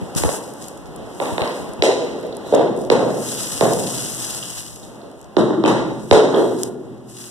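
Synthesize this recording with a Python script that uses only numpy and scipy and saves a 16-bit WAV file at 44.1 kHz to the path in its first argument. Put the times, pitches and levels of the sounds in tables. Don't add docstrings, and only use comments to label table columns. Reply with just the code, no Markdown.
import sys
import numpy as np
from scipy import signal
from scipy.fft import rfft, irfft
from scipy.io import wavfile
from scipy.ndimage import uniform_filter1d

SR = 44100
rng = np.random.default_rng(int(sys.argv[2]) if len(sys.argv) > 2 else 0)


def put_to_file(sound):
    columns = np.atleast_2d(sound).T
    safe = np.clip(columns, -1, 1)
    whole_steps = np.round(safe * 32767)
    wavfile.write(sys.argv[1], SR, whole_steps.astype(np.int16))


N = 321930
TIME_S = np.arange(N) / SR
BIN_HZ = np.maximum(np.arange(N // 2 + 1) * SR / N, 1)

# [time_s, level_db]
BACKGROUND_LEVEL = [(0, -31.5), (.5, -33.5), (.8, -39), (1.0, -34.5), (2.4, -34), (4.8, -44), (5.05, -39),
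                    (7.3, -47.5)]
# [freq_hz, gain_db]
BACKGROUND_COLOUR = [(40, -17), (90, -7), (170, 3), (300, 4), (420, -1), (560, -1), (900, -6), (1500, -12),
                     (2600, -20), (5000, -25), (14000, -30)]

# [start_s, peak_db]
BUMPS = [(0.013, -16), (0.158, -8.5), (0.206, -12), (0.245, -4.5), (1.149, -31), (1.32, -16.5),
         (1.414, -14), (1.598, -19), (1.688, -17.5), (1.792, -15), (2.861, -24), (4.368, -27.5),
         (4.827, -29), (6.114, -3.5)]
# [start_s, rise_s, hold_s, fall_s, level_db]
RUB = (0.145, 0.02, 0.19, 0.05, -34)

# [start_s, peak_db, pitch_hz]
SINGLE_CRINKLES = [(0.15, -13, 6200), (0.477, -22, 9500), (0.5369, -18, 9590), (0.6236, -19.5, 7700),
                   (0.6835, -16.5, 9900), (0.775, -26, 8500), (0.9615, -21, 9400), (1.409, -29, 8500),
                   (1.735, -21.5, 8500), (2.368, -18.5, 9400), (2.548, -14, 5900), (2.553, -18, 6800),
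                   (3.7344, -7, 8050), (4.2996, -12, 7900), (4.6152, -22.5, 7800), (4.7602, -20, 8950),
                   (5.115, -32.5, 7900), (5.214, -27.5, 8600), (5.243, -32, 7000), (6.588, -24, 7000),
                   (6.6332, -2.5, 8300)]
# [start_s, end_s, rate_per_s, peak_db]
CREASING = [(0.601, 0.947, 45, -37), (1.09, 1.713, 31, -39), (1.334, 1.513, 40, -29),
            (2.188, 2.355, 40, -28.5), (2.763, 2.873, 86, -31), (3.299, 4.6, 28, -20),
            (5.082, 5.266, 40, -41), (6.553, 6.623, 45, -29)]
# [low_hz, high_hz]
RUN_HZ = (6260, 10600)
RUN_SPREAD_DB = 5

# [start_s, rise_s, hold_s, fall_s, level_db]
STROKES = [(-0.05, 0.062, 0.29, 0.02, -48), (0.153, 0.015, 0.016, 0.083, -17.5),
           (0.159, 0.022, 0.19, 0.026, -26.5), (0.196, 0.042, 0.036, 0.54, -32.5),
           (0.59, 0.027, 0.037, 0.16, -40), (1.055, 0.18, 0.085, 0.14, -34.5),
           (1.25, 0.13, 0.21, 0.27, -39.5), (2.423, 0.048, 0.074, 0.088, -44.5),
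           (2.718, 0.092, .02, 0.11, -42), (3.048, 0.21, 1.12, 0.015, -28),
           (3.048, 0.26, 1.27, 0.34, -28.5), (5.794, 0.29, 0.035, 0.084, -42.5),
           (6.352, 0.0091, 0.023, 0.37, -37.5), (6.482, 0.12, 0.072, 0.049, -35.5),
           (7.066, 0.029, 0.12, .1, -41), (7.122, 0.08, 0.046, 0.25, -34.5)]
# [freq_hz, gain_db]
SWISH_COLOUR = [(300, -10.5), (1200, -8), (3500, -8.5), (6000, -0.5), (8500, 1), (10000, -0.5), (12000, -5),
                (14500, -4.5)]
STROKE_DEPTH_DB = -19.5
FOAM_REST_DB = -60

# [start_s, rise_s, hold_s, fall_s, level_db]
SQUEAK = (2.44, .014, .04, .012, -45)
SQUEAK_HZ = 1940
SQUEAK_HARMONICS = (-1, 3, -2)
# [start_s, peak_db, pitch_hz]
CLICKS = [(0.372, -39, 2980), (1.408, -30, 3800), (1.4175, -36, 3560), (1.475, -19.5, 4660),
          (2.325, -29.5, 3950), (2.56, -26.5, 3270), (4.426, -23, 3200), (4.83, -35, 3920),
          (5.014, -39, 4000), (5.648, -14, 2660), (6.3438, -19.5, 3500)]

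# [start_s, pitch_hz, level_db, thump_db, clack_db, hardness_db, direct_db]
CLATTERS = [(0.235, 518, -26.5, -9.5, -3, 0, 15), (0.290, 557, -30.5, -15, -8, 0, 24),
            (0.975, 424, -41, -9, -23, -7, -1), (1.200, 604, -26, -14.5, -4, 0.5, 8.5),
            (1.228, 614, -37, -1, -5, -15, 13), (1.256, 514, -41, 4.5, 4, 13.5, -3),
            (1.380, 482, -26, -20, -2.5, 2.5, 9.5), (1.408, 455, -29, -29, -4.5, -1, 7),
            (1.418, 578, -32, -14, -7.5, 12, 2.5), (4.87, 423, -49, -3, -10, 0, 0),
            (5.03, 504, -43.5, -6, -24, -22, 6)]
# [start_s, pitch_hz, level_db, thump_db, clack_db, hardness_db, direct_db]
LIFTED_KNOCKS = [(5.3668, 351, -14.5, -4.5, -10.5, -3.5, 8), (5.505, 337, -26.5, -24, -7, -19, 17),
                 (5.638, 336.4, -16, -5, -10, -6, 8.5), (6.368, 383, -18, -10.5, -13, -8, -4)]
# [start_s, pitch_hz, level_db, thump_db, clack_db, hardness_db, direct_db]
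KNOCKS = [(1.8222, 482, -15, -22.5, -13.5, 9.5, 2), (1.865, 476, -23.5, -13, -15, 0, 8),
          (2.233, 496, -30, -17, -40.5, -3, 1), (2.523, 461, -14, -13, -15, -6.5, -7),
          (2.593, 517, -18, -37, -13.5, -10.5, 8.5), (2.9003, 490, -14.5, -8, -10.5, 3.2, 7),
          (2.992, 592, -22, -16, -12, -5, 6), (3.102, 510, -33.5, -18, -14, -15, 7),
          (3.609, 498, -16.5, -5, -9, 1.5, 7), (5.660, 496, -23.5, -7, 0, 10.5, -4.5),
          (5.689, 570, -29.5, -32, -1, -6, 3), (6.111, 452, -9.5, -15, -10, 3, 5.5),
          (6.272, 547, -32, -25, -7, 3, 2), (6.325, 476, -25.5, -9, -3.5, -1, -4)]
# [pitch_multiple, level_db, t60_s]
PLANK_MODES = [(.46, -31, 0.038), (.7, -4, 0.085), (.86, -11, 0.04), (1.002, 3.5, .06), (1.14, 5.5, 0.023),
               (1.38, 4, 0.017), (1.64, -14.5, .13), (1.75, -7, 0.097), (2.33, -21, 0.036),
               (3.0, 8, 0.0022)]
# [pitch_multiple, level_db, t60_s]
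BOARD_MODES = [(.38, -44, 0.0086), (.6, -0.5, 0.037), (.84, -18, 0.055), (1, 12.5, 0.019),
               (1.27, 8.5, 0.018), (1.7, 9, 0.0083), (2.15, -18.5, 0.27), (3.0, 10.5, 0.0023)]
# [freq_hz, level_db, t60_s]
BLOCK_MODES = [(1800, -10, .004), (3200, -14, .004), (3850, -7.5, .007)]
RANGE_EDGES_HZ = [118, 280, 850, 2000, 4600, 15000]
# [tick_db, crack_db]
BLOW_TOP_DB = (-15.5, -20)
# [tick_db, crack_db]
LOOSE_TOP_DB = (-10.5, -37)
# [tick_db_per_db, crack_db_per_db]
HARDNESS_LIFT = (0.92, 1.06)
EDGE_DB, EDGE_LIFT_DB_PER_DB = 0, 0.52
BEND_S = .0021

# [centre_hz, t60_s]
ROOM_T60 = [(110, 2.05), (250, 1.78), (520, 1), (1800, 0.81), (6000, 0.82), (14000, 0.3)]
# [freq_hz, level_db, t60_s]
STANDING_WAVES = [(121.7, -65, 6.7), (133.7, -70, 5.6), (168, -72.5, 11.2), (214, -67, 6),
                  (251.6, -68.5, 3), (325.8, -68, 3.3), (368.2, -65.5, 2.5), (399.6, -72.5, 2.1),
                  (382.7, -53.5, 0.33), (437, -49.5, 0.56), (498, -56.5, 0.43), (563, -55.5, 0.89),
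                  (653, -63.5, 0.71), (1418, -60.5, 1.2)]
CEILING_S, CEILING_DB = .0128, -3.5
MERGE_S, BLOOM_DB, BLOOM_S = .005, 3, .035

# [freq_hz, gain_db]
PORT_COLOUR = [(220, 0), (290, -0.5), (380, 1.5), (1050, 1.5), (1650, 0), (1950, -0.5), (2300, -5.5),
               (2800, 2.5), (4400, -1.5), (9000, 0.5), (14000, -7)]
# [freq_hz, gain_db]
CROSS = [(600, -1.5), (1120, -3.5), (1900, -4), (3500, 33), (5600, -7.5), (8000, -12), (14000, -15)]
PORT_LAG_S = 19.6 / SR
TOP_HZ = 14300


def undb(db):
    return 10 ** (np.asarray(db) / 20)


def curve(rows):
    return np.interp(TIME_S, *np.transpose(rows))


def at_hz(rows, hz):
    points, values = np.transpose(rows)
    return np.interp(np.log(hz), np.log(points), values)


def unit(x):
    return x / np.sqrt(np.mean(x ** 2))


def band(x, low_hz, high_hz, order=3):
    sos = signal.butter(order, [low_hz, min(high_hz, .45 * SR)], "band", fs=SR, output="sos")
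    return signal.sosfilt(sos, x + 1e-18)


def colour(x, rows):
    return irfft(rfft(x) * undb(at_hz(rows, BIN_HZ)), N)


def fade(t, t60_s):
    return np.exp(-np.log(1000) * t / t60_s)


def ring(modes, t, scale=1, jitter=0.036):
    out = 0
    for hz, db, t60_s in modes:
        detuned_hz = hz * scale * (1 + jitter * rng.standard_normal())
        out = out + undb(db) * fade(t, t60_s) * np.sin(2 * np.pi * detuned_hz * t)
    return out


def add(out, start_s, sound):
    start = max(int(start_s * SR), 0)
    part = sound[..., :out.shape[-1] - start]
    out[..., start:start + part.shape[-1]] += part


def walk(rate_hz, size=N):
    hold = int(SR / rate_hz)
    steps = np.repeat(rng.standard_normal(size // hold + 1), hold)
    smooth = uniform_filter1d(uniform_filter1d(steps, hold), hold)
    return unit(smooth[:size])


def stroke(start_s, rise_s, hold_s, fall_s, db):
    before = 1 - (TIME_S - start_s) / max(rise_s, .005)
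    after = (TIME_S - start_s - rise_s - hold_s) / max(fall_s, .005)
    return undb(db + STROKE_DEPTH_DB * np.clip(np.maximum(before, after), 0, 10))


def diffuse(size, spacing_s=0.00046):
    likeness = np.sinc(2 * spacing_s * np.arange(size // 2 + 1) * SR / size)
    mid, side = rfft(rng.standard_normal((2, size)))
    mid = mid * np.sqrt((1 + likeness) / 2)
    side = side * np.sqrt((1 - likeness) / 2)
    return irfft(np.array([mid + side, mid - side]), size)


def background(waver_db=1.5):
    return unit(colour(diffuse(N), BACKGROUND_COLOUR)) * undb(curve(BACKGROUND_LEVEL) + waver_db * walk(8))


def echoes(size=65536, far_db=-18, far_t60_s=1.95, single_db=7, merge_s=0.026):
    t = TIME_S[:size]
    hz = np.maximum(np.arange(size // 2 + 1) * SR / size, 1)
    spikes = undb(single_db * np.exp(-t / merge_s) * walk(2500, size))
    spikes = spikes / np.sqrt(uniform_filter1d(spikes ** 2, size=882))
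    noise = rfft(diffuse(size) * spikes)
    centres = np.log(np.array(ROOM_T60)[:, 0])
    tail = 0
    for share, (centre_hz, t60_s) in zip(np.eye(len(ROOM_T60)), ROOM_T60):
        clump_db = np.interp(centre_hz, [700, 4000], [1.8, .8])
        clumps = undb(clump_db * walk(60, size))
        part = irfft(noise * np.interp(np.log(hz), centres, share), size)
        tail = tail + part * fade(t, t60_s) * clumps
    far = band(diffuse(size), 152, 515, order=2) * fade(t, far_t60_s)
    return tail + undb(far_db) * far


def room(direct_db, edge_db=0, size=65536, early_db=-9, near_db=-8, beam_db=6, lag_s=0.0002):
    t, pulse = TIME_S[:size], signal.unit_impulse(size)
    tail = echoes(size) * np.interp(t, [CEILING_S, CEILING_S + MERGE_S], [undb(early_db), 1])
    tail = tail / np.sqrt(np.sum(tail[0] ** 2))
    path = tail * undb(BLOOM_DB * np.exp(-t / BLOOM_S)) + ring(STANDING_WAVES, t, jitter=0.0018)
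    ceiling = undb(CEILING_DB) * band(pulse, 180, 900, order=2)
    add(path, CEILING_S * rng.uniform(.95, 1.05), ceiling)
    thud = band(pulse, 193, 1050, order=2)
    edge = band(pulse, 1950, 5300, order=4)
    direct = undb(near_db + direct_db) * (thud + undb(beam_db + edge_db) * edge)
    add(path[1], 0, direct)
    add(path[0], lag_s, undb(-10.5) * direct)
    return path


def handling(gain_db=-5, hz=115, t60_s=0.15, scuff_db=-24, rumble_db=-56, unrest_db=4, size=4096):
    out, t = np.zeros((2, N)), TIME_S[:size]
    for start_s, db in BUMPS:
        touch = rng.standard_normal(size) * fade(t, t60_s)
        scuff = undb(scuff_db) * band(touch, 580, 2700, order=2)
        bump = band(touch, hz / 2, hz * 3.0, order=2) + scuff
        add(out[0], start_s, undb(db + gain_db) * bump / np.abs(bump).max())
    rumble = unit(band(rng.standard_normal(N), 49, 82, order=2))
    out[0] += rumble * undb(rumble_db + unrest_db * walk(3.67))
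    return out


def rub(grain_db=4):
    grains = rng.standard_normal(N) * undb(grain_db * walk(400))
    rasp = unit(band(grains, 660, 2200, order=2))
    return np.array([rasp * stroke(*RUB), np.zeros(N)])


def crinkles(gain_db=2.5, t60_s=0.011, width=1.26, far_port_db=-3, size=1024):
    out = np.zeros((2, N))
    runs = []
    for start_s, end_s, per_s, db in CREASING:
        for when, force, pitch in rng.random((int(per_s * (end_s - start_s)), 3)):
            runs.append((start_s + when * (end_s - start_s),
                         db + RUN_SPREAD_DB * (2 * force - 1),
                         np.interp(pitch, [0, 1], RUN_HZ)))
    for start_s, db, hz in SINGLE_CRINKLES + runs:
        burst = rng.standard_normal((2, size)) * fade(TIME_S[:size], t60_s)
        snap = band(burst, hz / width, hz * width, order=1)
        add(out, start_s, undb(db + gain_db) * undb([[0], [far_port_db]]) * snap / np.abs(snap).max())
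    return out


def slide(gain_db=3.0, grain_db=4, flutter_db=0.96, far_port_db=-3):
    cells = rng.standard_normal((2, N // 8 + 1)).repeat(8, axis=1)[:, :N]
    grains = rng.standard_normal((2, N)) * undb(grain_db * cells)
    swish = unit(colour(grains, SWISH_COLOUR)) * undb([[0], [far_port_db]])
    catching = undb(1.1 * walk(22) + 2 * walk(160) - 1)
    swish = swish + band(swish, 1900, 6300, order=1) * (catching - 1)
    motion = np.sqrt(undb(FOAM_REST_DB) ** 2 + sum(stroke(*row) ** 2 for row in STROKES))
    return swish * motion * undb(gain_db + flutter_db * walk(35))


def squeak(rough=.06, direct_db=4):
    phase = 2 * np.pi * np.cumsum(SQUEAK_HZ * (1 + rough * walk(900))) / SR
    note = unit(sum(undb(db) * np.sin(k * phase) for k, db in enumerate(SQUEAK_HARMONICS, 1)))
    return signal.fftconvolve((note * stroke(*SQUEAK))[None], room(direct_db), axes=1)[:, :N]


def clicks(gain_db=-4, t60_s=0.024, width=1.12, direct_db=10, size=2048):
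    out = np.zeros(N)
    for start_s, db, hz in CLICKS:
        burst = rng.standard_normal(size) * fade(TIME_S[:size], t60_s)
        tick = band(burst, hz / width, hz * width, order=2)
        add(out, start_s, undb(db + gain_db) * tick / np.abs(tick).max())
    return signal.fftconvolve(out[None], room(direct_db), axes=1)[:, :N]


def bend(x):
    hz = np.arange(len(x) // 2 + 1) * SR / len(x)
    cycles = BEND_S * (2 * np.sqrt(1000 * hz) - hz * np.sqrt(1000 / TOP_HZ))
    return irfft(rfft(x) * np.exp(-2j * np.pi * cycles), len(x))


def rebalance(sound, levels_db, size):
    length = sound.shape[-1]
    hz = np.maximum(np.arange(length // 2 + 1) * SR / length, 1)
    power = 1e-9
    for low_hz, high_hz, db in zip(RANGE_EDGES_HZ, RANGE_EDGES_HZ[1:], levels_db):
        gain = undb(db) / np.std(band(sound[:, :size], low_hz, high_hz, order=4))
        detuning = (hz - low_hz * high_hz / hz) / (high_hz - low_hz)
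        power = power + gain ** 2 / (1 + detuning ** 8)
    cepstrum = irfft(np.log(power))[:length // 2]
    return irfft(rfft(sound) * np.exp(rfft(cepstrum, length) - cepstrum[0] / 2))


def knocks(blows, modes, top_db, jitter, crack_db=15, crack_top_hz=7500, size=8820):
    out, t = np.zeros((2, N)), TIME_S[:size]
    crack = undb(crack_db) * band(signal.unit_impulse(size), 690, crack_top_hz, order=2)
    for start_s, hz, level_db, thump_db, clack_db, hardness_db, direct_db in blows:
        block = ring(BLOCK_MODES, t, jitter=0.03)
        board = ring(modes, t, scale=hz, jitter=jitter)
        blow = bend(crack + block + board)
        path = room(direct_db, EDGE_DB + EDGE_LIFT_DB_PER_DB * hardness_db)
        heard = signal.fftconvolve(path, blow[None], axes=1)
        tick_crack_db = np.array(top_db) + hardness_db * np.array(HARDNESS_LIFT)
        balance_db = np.array([thump_db, 0, clack_db, *tick_crack_db])
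        add(out, start_s, rebalance(heard[:, :2 ** 16], level_db + balance_db, size // 2))
    return out


def scene():
    laid = knocks(KNOCKS, BOARD_MODES, BLOW_TOP_DB, jitter=0.03)
    lifted = knocks(LIFTED_KNOCKS, PLANK_MODES, BLOW_TOP_DB, jitter=0.0065)
    loose = knocks(CLATTERS, BOARD_MODES, LOOSE_TOP_DB, jitter=0.027)
    boards = laid + lifted + loose + clicks() + squeak()
    foam = slide() + crinkles()
    return boards + foam + handling() + rub() + background()


def record(dry, lift_hz=360, gain_db=-3.0, knee=4):
    ports = rfft(dry) * undb(at_hz(PORT_COLOUR, BIN_HZ))
    ports[1] *= undb(at_hz([(300, 0.0064), (2000, 0.13), (8000, -0.37)], BIN_HZ))
    cross = undb(np.minimum(at_hz(CROSS, BIN_HZ), 0)) * np.exp(-2j * np.pi * BIN_HZ * PORT_LAG_S)
    lift = (lift_hz + 1j * BIN_HZ) / (60 + 1j * BIN_HZ)
    difference = irfft((ports - cross * ports[::-1]) * lift, N)
    wide = undb(gain_db) * band(difference, 43, 21000, order=2)
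    rounded = wide / (1 + np.abs(wide / 3.6) ** knee) ** (1 / knee)
    return signal.sosfilt(signal.ellip(14, .1, 80, TOP_HZ, fs=SR, output="sos"), rounded)


dry = scene()
out = record(dry)
put_to_file(out)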